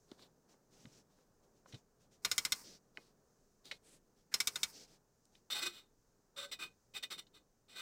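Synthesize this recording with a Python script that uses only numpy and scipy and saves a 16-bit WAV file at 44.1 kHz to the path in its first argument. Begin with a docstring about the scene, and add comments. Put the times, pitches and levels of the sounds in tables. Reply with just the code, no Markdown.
"""Fingertips tap and brush an aluminium saw fence: short resonant ticks and shaped friction noise.
A knurled knob is then turned through five detents, twice: noise snaps, decaying modes and screw friction.
After more touches, a saw blade is rocked by hand: its teeth scrape the fence, uneven noise feeding resonances.
Throughout, coloured noise gives a low background rumble, rising with the handling sounds, and a faint hiss."""
import sys
import numpy as np
from scipy import signal
from scipy.fft import rfft, irfft
from scipy.io import wavfile
from scipy.ndimage import uniform_filter1d

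SR = 44100
rng = np.random.default_rng(int(sys.argv[2]) if len(sys.argv) > 2 else 0)


def generate_wav(sig):
    """Save sig (samples, or channels by samples) to the path in sys.argv[1] as 16-bit PCM at SR."""
    pcm = np.round(np.clip(np.atleast_2d(sig).T, -1, 1) * 32767).astype(np.int16)
    wavfile.write(sys.argv[1], SR, pcm)


N = 344807


def undb(db):
    """Amplitude ratio: decibels to gain."""
    return 10 ** (np.asarray(db) / 20)


def unit(x):
    """Power normalisation: scale to rms 1."""
    return x / np.sqrt(np.mean(x ** 2))


def colour(x, points):
    """Spectral shaping: (Hz, dB) points joined on a log frequency axis; rms 1."""
    hz, db = np.transpose(points)
    bins_hz = np.arange(len(x) // 2 + 1) * SR / len(x)
    log_f = np.log(bins_hz + 0.0014)  # the offset avoids log(0)
    gain = undb(np.interp(log_f, np.log(hz), db, left=-90, right=-90))
    return unit(irfft(rfft(x) * gain, len(x)))


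def resonate(x, hz, width):
    """Simple resonance: a two-pole filter with gain 1 at its centre."""
    return signal.lfilter(*signal.iirpeak(hz, hz / width, fs=SR), x)


def band(x, hz, width):
    """Cascaded resonance: two equal resonators in series; rms 1."""
    return unit(resonate(resonate(x, hz, width), hz, width))


def walk(rate):
    """Random modulation: levels held 1 / rate s and slewed twice; spread near 1."""
    k = int(SR / rate)
    steps = np.repeat(rng.standard_normal(N // k + 1), k)
    return 0.89 * uniform_filter1d(uniform_filter1d(steps, k), k)[:N]


def decay(t, rise, t60):
    """Exponential damping: a quick build-up, then a fall of 60 dB per t60."""
    return (1 - np.exp(-t / rise)) * np.exp(-np.log(1000) * t / t60)


def add(out, s, x):
    """Superposition: mix x into out from time s."""
    i = int(s * SR)
    out[i:i + len(x)] += x[:len(out) - i]


# detent clicks: (time [s], level [dB], low ring in the rail [dB], top [dB])
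DETENTS = [(2.248, -22.5, 2, -4.5), (2.314, -23, -3.5, -4), (2.38, -22, -5.5, 6.8), (2.45, -24, -1.3, 0),
           (2.521, -22, -7.5, 4), (4.34, -22.5, -2, -0.1), (4.402, -21.5, -9, -0.5), (4.472, -22, -5, 6),
           (4.557, -29.5, 0.5, -8), (4.631, -22.5, -4, -11)]
# modes of the knob: (frequency [Hz], level [dB], t60 before the 65 ms cap [s])
KNOB_MODES = [(1198, -12, 0.092), (1458, -4.5, .05), (2074, -7.5, 0.046), (2263, -9.5, 0.068),
              (3270, -9.5, .045), (3693, 4, 0.037), (4160, -5.5, 0.064), (5000, -3, 0.025),
              (5050, -6.5, .045), (5330, 0.5, 0.054), (5400, -4, 0.032), (6780, -3, 0.039),
              (8000, 0.5, 0.023)]
# spectrum of the snap: (frequency [Hz], density [dB per Hz])
SNAP_SPECTRUM = [(18, -51), (30, -19), (858, -21.5), (1180, -13.5), (1800, -13), (2220, -8.5), (3660, -1.5),
                 (4650, -4), (5300, 0), (13000, -17.5), (14500, -14), (16500, -37.5)]
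KNOB_RING_DB = 2  # lift of the knob's modes near 2.2 kHz


def detents():
    """Impact excitation: a ball drops into a groove, giving a snap, the knob's modes and a thud in the rail."""
    out, t = np.zeros(N), np.arange(8192) / SR
    hz, mode_db, t60 = np.transpose(KNOB_MODES)[:, :, None]
    t60 = np.minimum(t60, .065)  # no mode rings longer than 65 ms
    high_pass = signal.butter(2, 7000, "high", fs=SR, output="sos")
    low_pass = signal.butter(2, 1600, fs=SR, output="sos")
    for s, db, low_db, top_db in DETENTS:
        luck_db, detune, phase = rng.standard_normal((3, len(KNOB_MODES), 1))
        # each groove strikes the modes in other proportions
        mode_gain = undb(mode_db + 4 * luck_db + low_db * (hz < 1600)
                         + KNOB_RING_DB * (abs(hz - 2200) < 500))
        tones = np.sin(2 * np.pi * (hz * (1 + 0.0046 * detune) * t + phase))
        rings = np.sum(mode_gain * tones * decay(t, 0.00092, t60), axis=0)
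        snap = colour(rng.standard_normal(len(t)), SNAP_SPECTRUM)
        top = signal.sosfilt(high_pass, snap)
        thud = signal.sosfilt(low_pass, snap)
        click = snap * (decay(t, 0.0033, 0.038) + undb(-16.0) * decay(t, 0.01, 0.094))
        click += undb(top_db) * top * decay(t, 0.00052, 0.01)
        click += undb(low_db) * thud * decay(t, 0.0059, 0.11)
        click += undb(-9.0) * rings
        add(out, s, undb(db) * click)
    return out


# strokes of the teeth: (time [s], rise [s], hold [s], level [dB], deep mode [Hz], deep mode level [dB],
# blade ring [dB])
SCRAPES = [(5.501, .0032, 0.026, -37.5, 563, 4, -6), (5.542, 0.022, 0.031, -39.5, 850, 10, 9),
           (5.606, 0.022, 0.037, -39.5, 352, 14.5, 14), (5.711, 0.017, 0.057, -58, 363, 3, 12),
           (6.361, 0.031, 0.038, -47, 566.5, 19.5, 12), (6.514, 0.0047, .012, -42, 577, -15, 16),
           (6.588, 0.029, 0.021, -46, 350, 15.5, 23), (6.937, 0.017, 0.016, -43, 830, 2, 20),
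           (7.025, 0.011, 0.002, -40, 840, -10, 16), (7.102, 0.019, 0.0051, -39, 340, 6.5, 12),
           (7.177, 0.0055, 0.012, -47.5, 360, -4, 3), (7.33, 0.038, 0.0033, -64, 316, 17, 8),
           (7.681, .028, 0.033, -60.5, 364, 1, 11), (7.742, .082, .05, -45.5, 355, 15.5, 17)]
# modes of the fence, with the blade's at 2.3-2.7 kHz; taps() rings them too:
# (frequency [Hz], nominal width [Hz], level [dB])
FENCE_MODES = [(1275, 190, -15.5), (1522, 14.3, -8), (1995, 36, -2.5), (2163, 7.3, -10), (2486, 5.9, -0.5),
               (2995, 28, -3), (3648, 75, 5.5), (3885, 120, -5.5), (4230, 33, 0), (4990, 13, -8),
               (5660, 29, -14), (5614, 32, -13), (7430, 53, -10), (8170, 15, -26.5), (9460, 27, -19.5),
               (10800, 54, -20), (13870, 69, -14.5), (15500, 69, -30)]
# spectrum of the grit under the teeth: (frequency [Hz], density [dB per Hz])
GRIT_SPECTRUM = [(240, -20), (400, -14.5), (1050, -20.5), (1210, -13.5), (1700, -15.5), (3700, -7),
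                 (6900, -28), (7820, -10), (12700, -48), (14800, -22), (16500, -72)]
FADE_T60_S, FADE_PER_LENGTH = .06, 1.64  # longer strokes let go more slowly
BRIGHT_DB, BLADE_WIDTH_HZ = 10.5, 32  # lift of bright fence modes; the blade rings more cleanly
MIDDLE_DB, MIDDLE_PER_DEEP = 7.5, 0.83  # modes under 1.7 kHz grow with the deep one
HAND_DAMPING = .018  # a hand on the blade: least width of the other modes, as a share of frequency


def scrapes():
    """Friction excitation: carbide teeth slip unevenly on aluminium, ringing the hollow fence and blade."""
    out, t = np.zeros(N), np.arange(16384) / SR
    chatter = undb(walk(900) + 2.8 * walk(90))
    wander = undb(0.83 * walk(40))  # the contact point creeps during a stroke
    for s, rise, hold, db, deep_hz, deep_db, blade_db in SCRAPES:
        fade_t60 = FADE_T60_S + FADE_PER_LENGTH * (rise + hold)
        fade = np.exp(-np.log(1000) * np.clip(t - rise - hold, 0, None) / fade_t60)
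        push = np.clip(t / rise, 0, 1) ** 0.67 * fade
        slips = rng.standard_normal(len(t)) * np.resize(chatter[int(s * SR):], len(t))
        stroke = undb(-7) * push * colour(slips, GRIT_SPECTRUM)
        stroke += undb(deep_db) * resonate(slips * push, deep_hz, 15.5)
        # each tooth meets the fence elsewhere, so the modes are fed in other proportions
        for hz, width, mode_db in FENCE_MODES:
            luck_db, place = rng.standard_normal(2) * [1.8, 1]
            width = max(width, HAND_DAMPING * hz)
            share_db = BRIGHT_DB
            if hz < 1700:
                share_db = MIDDLE_DB + MIDDLE_PER_DEEP * deep_db
            elif 2300 < hz < 2700:
                share_db, width = blade_db, BLADE_WIDTH_HZ
            creep = np.roll(wander, int(9999 * place))[:len(t)]
            ring = resonate(slips * push * creep, hz * (1 + 0.0037 * place), width)
            stroke += undb(mode_db + share_db + luck_db) * ring
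        add(out, s, undb(db) * stroke)
    return out


# finger and tooth taps, hand thumps: (time [s], level [dB], centre [Hz], nominal t60 [s])
TAPS = [(.115, -57, 3700, 0.022), (0.116, -41.5, 292, 0.041), (0.193, -58, 1150, 0.015),
        (0.222, -65, 3760, 0.12), (.54, -61.5, 684, 0.024), (0.85, -40, 143, 0.097),
        (.855, -55, 2700, 0.015), (1.185, -60, 487, 0.04), (1.659, -51.5, 650, 0.029),
        (1.724, -58, 3100, 0.075), (1.734, -39.5, 130, 0.13), (1.743, -58.5, 3440, 0.097),
        (2.62, -49.5, 870, 0.0087), (2.973, -29.5, 2030, 0.0053), (2.978, -47, 394, 0.051),
        (3.655, -50.5, 4900, 0.011), (3.713, -50.5, 4000, 0.099), (3.712, -45.5, 2400, 0.078),
        (3.72, -52, 438, 0.056), (5.254, -63, 6580, 0.014), (5.352, -62, 3120, 0.033),
        (5.502, -45.5, 1350, 0.018), (7.268, -69.5, 3680, 0.061)]


def taps():
    """Forced resonance: a short tick in one band also rings the fence; low ones push softly."""
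    out, t = np.zeros(N), np.arange(8192) / SR
    for s, db, hz, t60 in TAPS:
        tick = band(rng.standard_normal(len(t)), hz, 0.88 * hz)
        # lower bands build up more slowly
        tick *= decay(t, 0.86 / hz, 0.58 * t60) + undb(-11.5) * decay(t, 6 / hz, t60)
        ring = sum(resonate(tick, 1. * mode_hz, 3.3 * width) for mode_hz, width, _ in FENCE_MODES)
        add(out, s, undb(db) * (tick + undb(3.0) * ring))
    return out


def slide(t, length):
    """Sliding envelope: friction swells, holds and stops rather abruptly."""
    swell = np.clip(t / (.012 + .12 * length), 0, 1)
    return swell * np.clip((length - t) / 0.055 + .5, 0, 1)


def friction_flutter():
    """Amplitude modulation: slow and fast random unevenness of sliding contact."""
    return undb(2.7 * walk(28) + walk(220))


# rubbing of the knob's screw: (time [s], length [s], level [dB])
TURNS = [(2.217, 0.422, -59), (4.309, 0.412, -62)]
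# spectrum of the screw: (frequency [Hz], density [dB per Hz])
SCREW_SPECTRUM = [(530, -33), (900, -3), (1870, -8.5), (2240, -7), (3310, -19.5), (5070, -0.5),
                  (7120, -6.5), (8150, -4), (12900, -16), (14800, -6), (15900, -18), (16500, -38)]


def turns():
    """Sliding friction: the knob's screw rubs while it turns, a coloured noise."""
    out, t = np.zeros(N), np.arange(24576) / SR
    for s, length, db in TURNS:
        rub = colour(rng.standard_normal(len(t)), SCREW_SPECTRUM)
        add(out, s, undb(db) * rub * slide(t, length))
    return out * friction_flutter()


# skin brushing metal, and at 4.314 s a short creak as the knob starts to turn:
# (time [s], length [s], level [dB], brightest band [Hz])
BRUSHES = [(0.07, 0.09, -76, 4240), (0.172, .088, -70.5, 3970), (0.477, 0.071, -74.5, 5800),
           (0.7, 0.22, -72.5, 5850), (0.908, 0.1, -69.5, 5770), (1.083, 0.15, -80, 5770),
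           (1.423, 0.034, -79.5, 6040), (1.544, 0.059, -80, 5950), (1.648, 0.15, -72, 5970),
           (1.99, 0.065, -76, 6000), (2.106, 0.055, -73.5, 5960), (2.626, 0.14, -63, 5140),
           (2.939, .17, -74.5, 4730), (3.639, 0.12, -65.5, 4020), (3.82, 0.15, -70.5, 8500),
           (4.155, 0.065, -80, 5060), (4.314, .03, -55.5, 1705), (4.716, 0.13, -63, 5300),
           (4.854, 0.11, -74, 5350), (5.315, 0.077, -77, 5030)]
# spectrum of the skin: (frequency [Hz], density [dB per Hz])
SKIN_SPECTRUM = [(710, -52), (1200, -5), (1820, -3), (4100, 0), (8000, -3), (13000, -15.5), (14800, -8.5),
                 (15800, -21), (16500, -17)]
BRUSH_BAND_DB, BAND_PER_LEVEL = -8.5, 0.52  # band at -77 dB and under; its rise per dB above that
PALM_HZ, PALM_DB = 333, -6.5  # soft low body of a sliding hand


def brushes():
    """Sliding friction: skin strokes and one creak are soft noise; the bright band grows with level."""
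    out, t = np.zeros(N), np.arange(24576) / SR
    for s, length, db, hz in BRUSHES:
        noise = rng.standard_normal(len(t))
        band_db = BRUSH_BAND_DB + BAND_PER_LEVEL * max(db + 77, 0)
        hiss = colour(noise, SKIN_SPECTRUM)
        hiss += undb(band_db) * band(noise, hz, 0.58 * hz)
        hiss += undb(PALM_DB) * band(noise, PALM_HZ, PALM_HZ)
        add(out, s, undb(db) * hiss * slide(t, length))
    return out * friction_flutter()


def room(x, t60=0.14, wet_db=-32):
    """Diffuse reverberation: a faint noise tail from the shop walls, by convolution."""
    t = np.arange(int(.4 * SR)) / SR
    tail = rng.standard_normal(len(t)) * decay(t, .01, t60)
    tail /= np.sqrt(np.sum(tail ** 2))
    return x + undb(wet_db) * signal.fftconvolve(x, tail)[:N]


# spectrum of the rumble: (frequency [Hz], density [dB per Hz])
RUMBLE_SPECTRUM = [(35, -43.5), (60, -5.5), (92, -17.5), (124, -4), (207, -4), (345, -9), (404, -4),
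                   (655, -12.5), (777, -13.5), (1800, -26), (2340, -53), (3960, -120)]
RUMBLE_DB, RUMBLE_DB_PER_S = -74, -0.5634  # in silence at the start; it sinks slowly
SWELL_DB, SWELL_KNEE_DB, SWELL_S = 9, -70.5, 0.05  # most it rises, half-way handling level, smoothing


def background_rumble(handling):
    """Level-dependent gain: low background noise, wavering by band, let through more while the hands sound."""
    noise = colour(rng.standard_normal(N), RUMBLE_SPECTRUM)
    below, rumble = 0, 0
    for edge_hz in (45, 90, 180, 360, 720, 5000):
        upto = signal.sosfiltfilt(signal.butter(2, edge_hz, fs=SR, output="sos"), noise)
        rumble = rumble + (upto - below) * undb(2.5 * walk(12))
        below = upto
    loudness = uniform_filter1d(np.abs(handling), 441)
    opening = loudness / (loudness + undb(SWELL_KNEE_DB))  # 0 in silence, towards 1 when loud
    opening = uniform_filter1d(opening, int(SWELL_S * SR))
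    return rumble * undb(RUMBLE_DB + RUMBLE_DB_PER_S * np.arange(N) / SR + SWELL_DB * opening)


# spectrum of the steady bass: (frequency [Hz], density [dB per Hz])
DRONE_SPECTRUM = [(12, -3.5), (25, 7.5), (60, -12.5), (125, -4.5), (170, -31.5)]
DRONE_DB = -80.5  # centre of its wavering level


def drone():
    """Low-frequency noise: a lasting bass whose level wavers gently."""
    return undb(DRONE_DB + 2.5 * walk(5.9)) * colour(rng.standard_normal(N), DRONE_SPECTRUM)


# spectrum of the hiss: (frequency [Hz], density [dB per Hz])
HISS_SPECTRUM = [(700, -27.5), (1000, -7.5), (1500, -6), (2100, -12), (3400, -16), (4200, -12.5),
                 (6300, -7.5), (8500, -14), (12800, -18.5), (14800, -11.5), (16500, -19)]
HISS_DB, HISS_DB_PER_S = -84, -0.2  # even part at the start; slow fall


def background_hiss():
    """Modulated noise: faint coloured background hiss, with a band near 6.5 kHz wavering at random."""
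    hiss = colour(rng.standard_normal(N), HISS_SPECTRUM)
    flicker = undb(-5.5 + 6.4 * walk(4.9)) * resonate(hiss, 6500, 3000)
    level_db = HISS_DB + HISS_DB_PER_S * np.arange(N) / SR + 1.1 * walk(1.8)
    return undb(level_db) * (hiss + flicker)


def scene():
    """Superposition: all sources sum at one microphone."""
    handling = room(detents() + scrapes() + taps()) + turns() + brushes()
    return (handling + background_rumble(handling) + drone() + background_hiss())[None]


def record(dry):
    """Band limiting: the recorder cuts the top with a steep elliptic low-pass at 16.5 kHz."""
    return signal.sosfilt(signal.ellip(10, .2, 80, 16500, fs=SR, output="sos"), dry)


dry = scene()
out = record(dry)
generate_wav(out)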